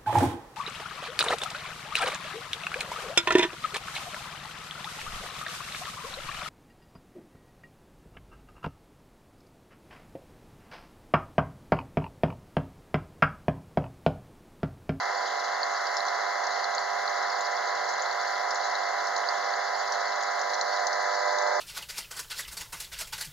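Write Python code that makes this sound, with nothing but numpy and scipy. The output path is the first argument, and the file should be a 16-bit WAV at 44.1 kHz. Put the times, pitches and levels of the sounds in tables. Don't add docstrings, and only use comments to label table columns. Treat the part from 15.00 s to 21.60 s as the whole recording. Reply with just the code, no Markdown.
import sys
import numpy as np
from scipy import signal
from scipy.fft import rfft, irfft, next_fast_len
from scipy.io import wavfile
from scipy.ndimage import uniform_filter1d

SR = 44100
rng = np.random.default_rng(int(sys.argv[2]) if len(sys.argv) > 2 else 0)


def digitize_waveform(pressure):
    field = np.atleast_2d(pressure).T
    bounded = np.clip(field, -1, 1)
    quanta = np.round(bounded * 32767).astype(np.int16)
    wavfile.write(sys.argv[1], SR, quanta)


N = 291060
T = np.arange(N) / SR
RUSH_TOP_HZ = 2480


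def gain_of(db):
    return 10 ** (np.asarray(db) / 20)


def unit_level(x):
    return x / np.sqrt(np.mean(x ** 2) + 1e-20)


def flattened(x):
    spectrum = rfft(x)
    power = uniform_filter1d(abs(spectrum) ** 2, size=2000)
    return unit_level(irfft(spectrum / np.sqrt(power + 1e-9), N))


def drift(rate_hz, count=20):
    hz = np.geomspace(rate_hz / 20, rate_hz, count)[:, None]
    coarse_t = T[::256]
    waves = np.sin(2 * np.pi * (hz * coarse_t + rng.random((count, 1)))) / np.sqrt(hz)
    return np.interp(T, coarse_t, unit_level(waves.sum(0)))


def bump(t, rise_ms, fall_ms):
    return np.exp(-0.5 * (t * 1000 / np.where(t < 0, rise_ms, fall_ms)) ** 2)


def nearness(move_in_s=5.2):
    return -0.15 + 0.052 * T + 0.87 * np.maximum(T - move_in_s, 0)


def swell(start_s=6.05, rise_s=0.36):
    return np.clip((T - start_s) / rise_s, 0, 1)


# (pitch [Hz], left ahead by [rad])
LEFT_LEAD = [(320, -1.5), (530, -1.4), (900, -0.3), (1500, 0.0), (2050, -0.9), (2650, -1.4), (3000, -0.1),
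             (3700, 0.9), (4100, 0.0), (4500, -0.1), (5200, -1.9), (6000, 0.1), (6800, -0.2)]

def at_microphones(direct, scattered, table, low_hz, top_hz):
    table_hz, *columns = np.transpose(table)
    size = next_fast_len(N)
    hz = np.fft.rfftfreq(size, 1 / SR)
    left_db, right_db, alike = (np.interp(np.log(hz + 1), np.log(table_hz + 1), c) for c in columns)
    lead = np.interp(hz, *np.transpose(LEFT_LEAD))
    alike = np.clip(alike, 0, 1)
    left = rfft(direct, size)
    right = alike * np.exp(-1j * lead) * left + np.sqrt(1 - alike ** 2) * rfft(scattered, size)
    in_band = (hz >= low_hz) & (hz < top_hz)
    pair = np.array([gain_of(left_db) * left, gain_of(right_db) * right]) * in_band
    return np.sqrt(SR / 2) * irfft(pair, size)[:, :N]


def with_echoes(sound, fade_s, echo_db):
    t = np.arange(2500) / SR
    paths = rng.standard_normal((2, len(t))) * gain_of(-60 * t / fade_s) * (t > 0.0008)
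    paths *= gain_of(echo_db) / np.linalg.norm(paths, axis=1, keepdims=True)
    paths[:, 0] = 1
    return signal.convolve(sound[None], paths)


def place(out, sound, start, db, pan_db):
    out[:, start:start + sound.shape[1]] += gain_of([[db + pan_db / 2], [db - pan_db / 2]]) * sound


# (time [s], level [dB], pitch [Hz], left minus right [dB])
CLEAR_TICKS = [(0.8169, -55, 9500, 1.0), (0.9292, -56, 8840, 0.5), (0.9945, -56, 9520, 1.0),
               (1.016, -54, 9730, 0.5), (1.3941, -56, 9590, 3.0), (1.6979, -53, 9550, 2.0),
               (2.326, -56, 8860, 0.0), (2.3949, -55, 11400, -1.0), (3.703, -56, 9510, 1.0),
               (3.7767, -54, 9630, 1.5), (5.0578, -58, 9720, 1.0), (5.233, -55, 9960, 1.0),
               (5.3581, -55, 9770, 0.0), (5.3965, -53, 9900, 0.0), (5.5217, -55, 9060, 1.0),
               (6.0266, -51, 9000, 3.0)]

def ticks(faint_count=70):
    out, t = np.zeros((2, N + 3000)), np.arange(-100, 100) / SR
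    times = rng.uniform(100, N, faint_count) / SR
    faint = rng.normal([-62, 9600, 0], [3, 400, 4], (faint_count, 3))
    for time_s, db, hz, pan_db in CLEAR_TICKS + list(zip(times, *faint.T)):
        ring = bump(t, rise_ms=0.3, fall_ms=0.6) * np.sin(2 * np.pi * hz * t)
        heard = with_echoes(ring, fade_s=0.04, echo_db=0)
        place(out, heard, round(time_s * SR) - 100, db, pan_db)
    return out[:, :N]


def bubble_swarm(base_per_s=1200, spread_db=6.0, pitch_count=14):
    chance = gain_of(2.5 * drift(30)) * base_per_s / SR
    strength = gain_of(spread_db * np.minimum(rng.exponential(1, N), 2.9))
    bursts = strength * (rng.random(N) < chance)
    which_pitch = rng.integers(0, pitch_count, size=N)
    swarm, t = np.zeros((2, N)), np.arange(200) / SR
    for k, hz in enumerate(np.geomspace(2400, 13000, pitch_count)):
        ring = np.sin(2 * np.pi * hz * t) * np.exp(-t * hz / 1.96) * (1 - np.exp(-t * hz / 1.9))
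        heard = with_echoes(ring / np.linalg.norm(ring) * np.sqrt(hz), fade_s=0.063, echo_db=4.8)
        swarm += signal.oaconvolve((bursts * (which_pitch == k))[None], heard, axes=1)[:, :N]
    return flattened(swarm)


# (pitch [Hz], left base level [dB per Hz], right base level [dB per Hz], how alike the sides are [0-1])
FIZZ_TONE = [(2480, -101, -102, 0.09), (2650, -86, -86, 0.75), (2800, -86, -85, 0.87),
             (2980, -94, -92, 0.88), (3170, -87, -83, 0.88), (3300, -88, -83, 0.88), (3500, -79, -78, 0.85),
             (3760, -80, -81.5, 0.81), (3960, -72.5, -75.5, 0.72), (4150, -71, -72.5, 0.68),
             (4420, -74, -74, 0.7), (4560, -73, -71, 0.72), (4730, -77, -74, 0.6), (4890, -75, -72, 0.5),
             (5200, -76, -76, 0.25), (6000, -78, -81, 0.27), (6800, -77, -81, 0.62), (7300, -90, -87, 0.43),
             (7700, -105, -105, 0.12), (8100, -117, -118, 0.0)]
HISS_TONE = [(8100, -117, -118, 0.0), (8600, -104, -106, 0.28), (9300, -101, -103, 0.24),
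             (11000, -104, -104, 0.13), (13000, -108, -108, 0.41), (15500, -106, -106, 0.69),
             (15800, -105, -105, 0.75)]

def fizz(blur_share=0.59, shadow_hz=3460, hiss_from_hz=8100):
    swarm, near = bubble_swarm(), nearness()
    blur = rng.standard_normal((2, N))
    bubbles = np.sqrt(1 - blur_share) * swarm + np.sqrt(blur_share) * blur
    low = gain_of(0.6 - 4 * near) * at_microphones(*bubbles, FIZZ_TONE, RUSH_TOP_HZ, shadow_hz)
    main = gain_of(1.3 * near - 1) * at_microphones(*bubbles, FIZZ_TONE, shadow_hz, hiss_from_hz)
    hiss = 0.26 * signal.sosfilt(signal.butter(2, 11000, fs=SR, output="sos"), swarm) + 0.86 * blur
    high = gain_of(0.8 * drift(16)) * at_microphones(*hiss, HISS_TONE, hiss_from_hz, SR / 2)
    return low + main + high


def bubble_pop(hz, snap, glide_per_s=20):
    t = np.arange(-150, 250) / SR
    ring = bump(t, rise_ms=0.37, fall_ms=0.64) * np.sin(2 * np.pi * hz * t * (1 + glide_per_s * t))
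    grit = unit_level(uniform_filter1d(rng.standard_normal((2, len(t))), size=9))
    phase = 2 * np.pi * 1.12 * hz * t
    crackle = (grit[0] * np.cos(phase) + grit[1] * np.sin(phase)) * bump(t, rise_ms=0.43, fall_ms=1.5)
    crackle /= abs(crackle).max()
    return (1 - snap) * ring + 3.8 * snap ** 2 * crackle


# (time [s], base level [dB], pitch [Hz], left minus right [dB], snap [0 pure ring - 1 pure crackle])
LOUD_POPS = [(0.174, -27, 6870, 4, .2), (0.6324, -15.5, 4470, -1, 0.1), (0.6395, -33, 6440, 3, .2),
             (0.737, -28, 6700, 2, 0.43), (0.869, -24.5, 4700, -5, 0.49), (0.969, -16.5, 5300, 3, 0.44),
             (0.9836, -25, 4900, 0, .2), (1.005, -21, 4170, -1.0, .35), (1.0528, -33, 6810, 4, .2),
             (1.0668, -27.5, 6000, 6, .3), (1.0845, -20, 4200, 2.0, 0.4), (1.2218, -29, 4300, 0, 0.32),
             (1.2993, -29, 4040, -0.5, 0.28), (1.4388, -29, 4370, 2, 0.55), (1.4686, -25, 4200, 1.0, 0.53),
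             (1.508, -29, 4300, 0, .45), (1.545, -28, 4530, -1.5, .2), (1.6436, -17.5, 4300, 0, 0.28),
             (1.7404, -27, 4060, 0.0, .3), (1.75, -22, 6500, 5, 0.33), (1.7821, -17, 4380, 2, 0.16),
             (2.077, -24, 4370, -0.5, 0.3), (2.079, -23, 4120, -0.5, 0.05), (2.301, -24.5, 4830, -2, 0.31),
             (2.41, -25, 7030, 1, .3), (2.4688, -27, 4230, 2, 0.33), (2.569, -28, 4760, -0.5, 0.33),
             (2.89, -24.5, 4300, 2, 0.52), (2.938, -28, 6450, 3.5, .3), (2.983, -32, 6360, 2, .2),
             (3.0054, -35, 5760, 2.5, .3), (3.0217, -22.5, 6700, 5, 0.27), (3.06, -26, 4170, 1.0, .3),
             (3.112, -25, 4500, 0, .35), (3.213, -28, 4500, -2, 0.48), (3.507, -28, 5600, 3, 0.67),
             (3.511, -28, 5300, 2, 0.51), (3.5465, -24, 6900, 2, .45), (3.557, -21.5, 5000, 2.5, 0.48),
             (3.575, -31, 6300, 0, .2), (3.7505, -28, 4900, 0, .3), (3.754, -22, 4030, 7, 0.32),
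             (4.0707, -23.5, 5130, 2, 0.52), (4.1615, -26, 4800, 2, 0.33), (4.165, -20, 4300, 4, 0.43),
             (4.179, -26, 6400, 4, .3), (4.2885, -17, 4560, -4, .1), (4.538, -23.5, 4370, -3, .18),
             (4.877, -27, 4970, 0, .25), (4.923, -23, 5700, 3, 0.47), (5.073, -26, 4570, -4, .2),
             (5.157, -33, 4400, 0, .3), (5.227, -30, 6700, 10, 0.41), (5.235, -28, 5000, 4, 0.54),
             (5.415, -24.5, 5730, 4, .45), (5.535, -23.5, 4300, 2, 0.45), (5.543, -29, 5600, 2, 0.52),
             (5.6127, -18, 4370, 1.5, 0.43), (5.8692, -29, 4400, 2, .25), (5.869, -21.5, 6130, 7, 0.55),
             (5.93, -24, 4550, 3, 0.52), (6.386, -25, 5150, 1, 0.6), (6.4067, -26, 4600, 2.5, .45),
             (6.423, -27, 6090, 0.5, 0.46), (6.4744, -32, 4940, 0.0, 0.51)]

def pops(faint_count=30, faint_snap=0.49):
    out = np.zeros((2, N + 3000))
    times = rng.uniform(150, N - 150, faint_count) / SR
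    faint = rng.normal([-35, 5300, 0], [2.5, 900, 2], (faint_count, 3))
    faint_pops = [(time_s, *row, faint_snap) for time_s, row in zip(times, faint)]
    for time_s, db, hz, pan_db, snap in LOUD_POPS + faint_pops:
        heard = with_echoes(bubble_pop(hz, snap), fade_s=0.036, echo_db=-5.5 + 11 * snap)
        place(out, heard, round(time_s * SR) - 150, db, pan_db)
    body = signal.sosfiltfilt(signal.butter(6, [3600, 7200], "bandpass", fs=SR, output="sos"), out[:, :N])
    top = signal.sosfiltfilt(signal.butter(4, [8700, 12500], "bandpass", fs=SR, output="sos"), out[:, :N])
    return body + gain_of(-23) * top


# (pitch [Hz], left base level [dB per Hz], right base level [dB per Hz], how alike the sides are [0-1])
RUSH_TONE = [(30, -112, -113, 0.29), (67, -113, -113, 0.31), (176, -93.5, -104, 0.8),
             (223, -88.5, -88, 0.7), (270, -88, -100, 0.6), (322, -89, -91, 0.8), (351, -75, -87, 1),
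             (387, -82, -80.5, 0.97), (433, -74.5, -78.5, 0.97), (514, -67, -67, 1), (540, -71.5, -65.5, 1),
             (610, -66, -64.5, 0.8), (635, -72, -70, 0.4), (722, -72, -59, 0.7), (827, -71, -65.5, 1),
             (1010, -66, -64.5, 0.84), (1250, -68.5, -67.5, 1), (1510, -64.5, -66.5, 0.87),
             (1500, -72, -72.5, 0.87), (1680, -68, -67.5, 1), (1950, -67, -72.5, 1), (2084, -67, -76, 1),
             (2260, -82.5, -83, 0.7), (2407, -101, -102, 0.6)]

def water_rush(gurgle_db=0.95, gurgle_hz=14, split_hz=1100, hump_db=1.3, hump_gap_hz=14):
    hz = np.fft.rfftfreq(N, 1 / SR)
    humps = rng.standard_normal(round(RUSH_TOP_HZ / hump_gap_hz) + 2)
    tank = gain_of(hump_db * np.interp(hz / hump_gap_hz, np.arange(len(humps)), humps))
    noise_spectrum = rfft(rng.standard_normal((2, N)))
    water = unit_level(irfft(noise_spectrum * np.where(hz < RUSH_TOP_HZ, tank, 1), N))
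    level_db = 0.99 + 0.61 * nearness() + 1.8 * swell()
    out = np.zeros((2, N))
    for low_hz, top_hz in [(0, split_hz), (split_hz, RUSH_TOP_HZ)]:
        gurgling = water * gain_of(level_db + gurgle_db * drift(gurgle_hz))
        out += at_microphones(*gurgling, RUSH_TONE, low_hz, top_hz)
    return out


# (pitch [times the mains rate], left base level [dB], right base level [dB], left ahead by [rad],
#  level change at nearness 1 [dB])
PUMP_TONES = [(2, -87, -87, 2.5, 2), (2.5, -80, -100, -0.9, 1), (3, -81, -98, -1.1, -2),
              (4, -85, -70, -2.0, 2), (5, -70, -84, -1.4, 0), (6, -78, -68, 0.9, 0), (7, -71, -73, -2.1, 0),
              (8, -63, -48, -2.8, 2), (10, -52, -51, 1.8, 6), (11, -73, -58, 2.2, 3),
              (12, -47.5, -37.5, -2.8, 7.5), (13, -65, -56, -0.8, 3), (14, -51, -34, -0.7, 2),
              (15, -63, -45.5, -1.4, 6), (16, -48, -37, 0.2, -1), (17, -59, -59, -0.7, 10),
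              (18, -60, -47, -0.3, 7), (20, -44, -38, -0.4, 3), (21, -60, -55, 0.0, 0),
              (22, -46, -46, -0.1, 0), (23, -57, -58, 0.1, 0), (24, -60, -54, -0.1, 6),
              (25, -47, -46, 0.1, 2), (26, -46, -45, 0.1, 0), (28, -48, -46, 0.4, 0),
              (29, -52, -50, 0.1, -3), (31, -50, -51, 0.4, 3), (32, -44, -47, 0.1, 4),
              (34, -50, -52, 0.0, 2), (35, -50, -52, 0.3, 3), (36, -58, -58, -0.6, 0),
              (37, -48, -50, -0.2, 0), (39, -54, -56, -0.3, -3), (40, -43, -45, -0.4, 4),
              (42, -44, -52, -1.0, -2), (43, -56, -75, -0.4, -3), (46, -67, -84, -0.4, -4),
              (48, -84, -84, -0.2, -4), (51, -78, -76, -2.0, -2), (52, -81, -72, -1.8, 3),
              (56, -73, -75, -0.7, -4), (57, -76, -74, -0.5, -4), (58, -79, -77, -0.9, -4),
              (60, -80, -78, -0.1, -4), (62, -79, -76, -0.2, -4), (64, -74, -70, 0.3, -4),
              (68, -73, -72, 0.3, -2), (70, -64, -62, 0.6, 0), (72, -73, -71, 1.1, 0),
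              (78, -66, -76, 0.8, 0), (80, -65, -67, 0.3, 0), (82, -66, -75, 0.9, 0),
              (90, -70, -64, -0.1, 0), (98, -73, -66, -0.5, 0)]

def pump_buzz(mains_hz=50.018, waver_db=0.4, waver_rad=0.12, smear_rad=1.9):
    cycles, near = mains_hz * T + rng.random(), nearness()
    extra_lead_rad = {4: 0.6, 6: -1.5, 10: -2.1, 12: 0.5}
    out = np.zeros((2, N))
    for multiple, left_db, right_db, lead, near_db in PUMP_TONES:
        loudness = gain_of(waver_db * drift(8) + near_db * near)
        phase = 2 * np.pi * multiple * cycles + smear_rad * rng.standard_normal()
        lead = lead + waver_rad * drift(1.98) + extra_lead_rad.get(multiple, 0) * near
        out[0] += gain_of(left_db) * loudness * np.sin(phase + lead)
        out[1] += gain_of(right_db) * loudness * np.sin(phase)
    return np.sqrt(2) * gain_of(-0.12 - 1.03 * near + 0.88 * swell()) * out


def scene():
    return pump_buzz() + water_rush() + fizz() + pops() + ticks()


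def record(dry, top_hz=15740):
    treble_cut = signal.firwin(1023, top_hz, window=("kaiser", 9), fs=SR)
    return signal.oaconvolve(dry, treble_cut[None], "same")


dry = scene()
out = record(dry)
digitize_waveform(out)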